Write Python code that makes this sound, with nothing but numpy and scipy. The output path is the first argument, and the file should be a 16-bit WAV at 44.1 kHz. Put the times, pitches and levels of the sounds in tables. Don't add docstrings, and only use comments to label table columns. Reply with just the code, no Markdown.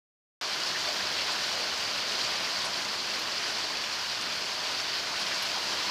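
import sys
import numpy as np
from scipy import signal
from scipy.fft import rfft, irfft
from scipy.io import wavfile

SR = 44100
rng = np.random.default_rng(int(sys.argv[2]) if len(sys.argv) > 2 else 0)


def transcribe(u):
    v = np.clip(np.atleast_2d(u).T, -1, 1)
    q = np.round(v * 32767).astype(np.int16)
    wavfile.write(sys.argv[1], SR, q)


N = 260234
TIME = np.arange(N) / SR


def from_db(db):
    return 10 ** (np.asarray(db) / 20)


def rms_one(x):
    return x / np.sqrt(np.mean(x ** 2) + 1e-20)


def drift(rate_hz):
    step = 40
    settle = 2000
    pole = np.exp(-2 * np.pi * rate_hz * step / SR)
    noise = rng.standard_normal(N // step + settle + 2)
    slow = signal.lfilter([1], [1, -2 * pole, pole ** 2], noise)[settle:]
    return np.interp(np.arange(N) / step, np.arange(len(slow)), rms_one(slow))


def band(x, hz, octaves):
    low = hz / 2 ** (octaves / 2)
    high = min(hz * 2 ** (octaves / 2), SR / 2 - 100)
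    sos = signal.butter(2, [low, high], "band", fs=SR, output="sos")
    return signal.sosfilt(sos, x + 1e-18) * np.sqrt(SR / 2 / (high - low))


def resonance(x, hz, width_hz):
    r = np.exp(-np.pi * width_hz / SR)
    zeros = np.array([1, 0, -1]) * (1 - r * r) / 2
    poles = [1, -2 * r * np.cos(2 * np.pi * hz / SR), r * r]
    return signal.lfilter(zeros, poles, x + 1e-18)


def coloured(x, spectrum, size=4096):
    hz, db = np.transpose(spectrum)
    grid_hz = np.linspace(1, SR / 2, size // 2 + 1)
    curve_db = np.interp(np.log(grid_hz), np.log(hz), db)
    cepstrum = irfft(np.log(from_db(curve_db)))[:size // 2]
    cepstrum[1:] *= 2
    impulse = irfft(np.exp(rfft(cepstrum, size)))
    return rms_one(signal.fftconvolve(x, impulse)[:N])


def impacts(per_s, spread_db):
    at = np.flatnonzero(rng.random(N) < per_s / SR)
    bigness = np.minimum(rng.exponential(1, len(at)), 4)
    out = np.zeros(N)
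    out[at] = from_db(spread_db * bigness) * rng.choice([-1, 1], len(at))
    return out


def hiss(flicker_db, flicker_hz):
    out = np.zeros(N)
    for hz in 30 * 2. ** np.arange(10):
        octave = band(rng.standard_normal(N), hz, 0.95)
        out += np.sqrt(hz) * octave * from_db(flicker_db * drift(flicker_hz))
    return rms_one(out)


def patter(per_s, spread_db):
    return rms_one(impacts(per_s, spread_db))


def plinks(per_s, spread_db, cycles, count=28):
    out = np.zeros(N)
    for hz in np.geomspace(700, 7000, count):
        bubbles = resonance(impacts(per_s / count, spread_db), hz, hz / cycles)
        out += np.sqrt(hz) * rms_one(bubbles)
    return rms_one(out)


def splashes(per_s, spread_db, spray_s, grain, small_db, count=7):
    big = rms_one(impacts(per_s, spread_db)) ** 2
    fade = np.exp(-1 / (spray_s * SR))
    out = np.zeros(N)
    for hz in np.geomspace(800, 13000, count):
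        small = (from_db(small_db) * rms_one(impacts(per_s, spread_db))) ** 2
        energy = signal.lfilter([1 - fade], [1, -fade], big + small)
        droplets = rng.standard_normal(N) * np.exp(grain * rng.standard_normal(N))
        out += np.sqrt(hz) * band(np.sqrt(energy) * droplets, hz, 0.68)
    return rms_one(out)


# time in seconds, level in dB before each layer's own trim.
SHOWER = [(0.45, -32.5), (0.7, -31.5), (1.35, -31.1), (2.0, -31.5), (2.25, -31), (2.8, -32.0), (3.7, -32.5),
          (4.7, -32.5), (5.2, -32), (5.9, -31)]


def shower_strength():
    return np.interp(TIME, *np.transpose(SHOWER))


# frequency in Hz, relative level per Hz in dB.
WASH = [(20, -38), (33, -29), (50, -11), (120, -7.5), (200, -1), (250, -4), (350, 0.5), (490, -1.5),
        (640, 3), (850, 0.5), (1200, 0), (2000, -17), (5000, -24.5)]


def dull_wash(shower_db):
    below_db = -11.0
    follows = 1.4
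    far = hiss(flicker_db=1.5, flicker_hz=4.7) + from_db(-5.0) * patter(per_s=400, spread_db=2.5)
    mean_db = shower_db.mean()
    level_db = mean_db + below_db + follows * (shower_db - mean_db)
    return from_db(level_db) * coloured(far, WASH)


# frequency in Hz, relative level per Hz in dB.
YARD = [(100, -24), (500, -11), (1000, -7.5), (1600, -4.5), (2200, -4), (2900, -1.5), (3750, -3.5),
        (4650, 1.5), (5300, -2.5), (7000, -13.5), (8700, -22.5), (11000, -27), (15000, -32.5)]


def yard_rain(shower_db):
    far_drops = from_db(-2.5) * hiss(flicker_db=1.0, flicker_hz=15.0)
    wet_ground = from_db(-10.5) * patter(per_s=2600, spread_db=1.5)
    doorstep = from_db(-17.0) * patter(per_s=55, spread_db=1.9)
    puddles = from_db(-13.0) * plinks(per_s=600, spread_db=2.5, cycles=26.0)
    sprays = from_db(-5.5) * splashes(per_s=100, spread_db=1.5, spray_s=0.014, grain=0.39, small_db=-1.5)
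    yard = far_drops + wet_ground + doorstep + puddles + sprays
    return from_db(shower_db - 0.43) * coloured(yard, YARD)


# start in seconds, level in dB before the common trim, centre pitch in Hz.
DRIPS = [(.660, -29.5, 4770), (.747, -31.5, 1760), (.868, -35.5, 685), (.996, -32, 1760),
         (1.183, -28, 2950), (1.290, -36, 1050), (1.3185, -40, 7700), (1.866, -36, 4900),
         (2.210, -28, 4340), (2.640, -35.5, 895), (2.6499, -40.5, 9000), (2.664, -35, 736),
         (3.192, -47, 12000), (3.926, -29, 4570), (4.212, -45, 8460), (5.132, -36.5, 1450),
         (5.1962, -47, 9500), (5.214, -28, 4640), (5.312, -33, 1780), (5.4226, -41, 11500),
         (5.555, -35, 850), (5.694, -36, 890)]


def drips(octaves, grain, level_db, skirt_db, skirt_octaves):
    hold_s, t60_s = 0.017, 0.17
    shortens = 0.35
    out = np.zeros(N)
    age = TIME[:SR // 5]
    for start_s, db, hz in DRIPS:
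        pace = (hz / 1000) ** shortens
        fade_db = 60 * np.maximum(age * pace - hold_s, 0) / t60_s
        droplets = rng.standard_normal(len(age)) * np.exp(grain * rng.standard_normal(len(age)))
        core = band(droplets, hz, octaves)
        skirt = from_db(skirt_db) * band(droplets, hz, skirt_octaves)
        splash = from_db(db + level_db - fade_db) * rms_one(core + skirt)
        at = round(start_s * SR)
        out[at:at + len(age)] += splash[:N - at]
    return out


# frequency in Hz, width in Hz, lift in dB that it gives on its own.
HUT = [(104, 19, 3), (204, 20, 0.5), (612, 15, 3), (690, 24, 2), (1006, 99, 3), (1060, 40, 0),
       (1214, 27, 2.5), (1400, 99, 2), (1494, 35, 5), (1628, 43, 2.5), (1810, 49, 2), (4100, 130, 1.5)]


def hut(x):
    return x + sum((from_db(db) - 1) * resonance(x, hz, width_hz) for hz, width_hz, db in HUT)


def scene():
    shower_db = shower_strength()
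    rain = dull_wash(shower_db) + yard_rain(shower_db)
    roof_edge = drips(octaves=0.39, grain=0.2, level_db=-5.0, skirt_db=-10.5, skirt_octaves=1.1)
    mono = hut(rain + roof_edge)
    return np.array([mono, mono])


def record(dry):
    start_s, cutoff_hz = 0.4115, 15100
    low_pass = signal.ellip(12, 0.1, 80, cutoff_hz, fs=SR, output="sos")
    return signal.sosfilt(low_pass, dry * (TIME >= start_s) + 1e-18)


dry = scene()
out = record(dry)
transcribe(out)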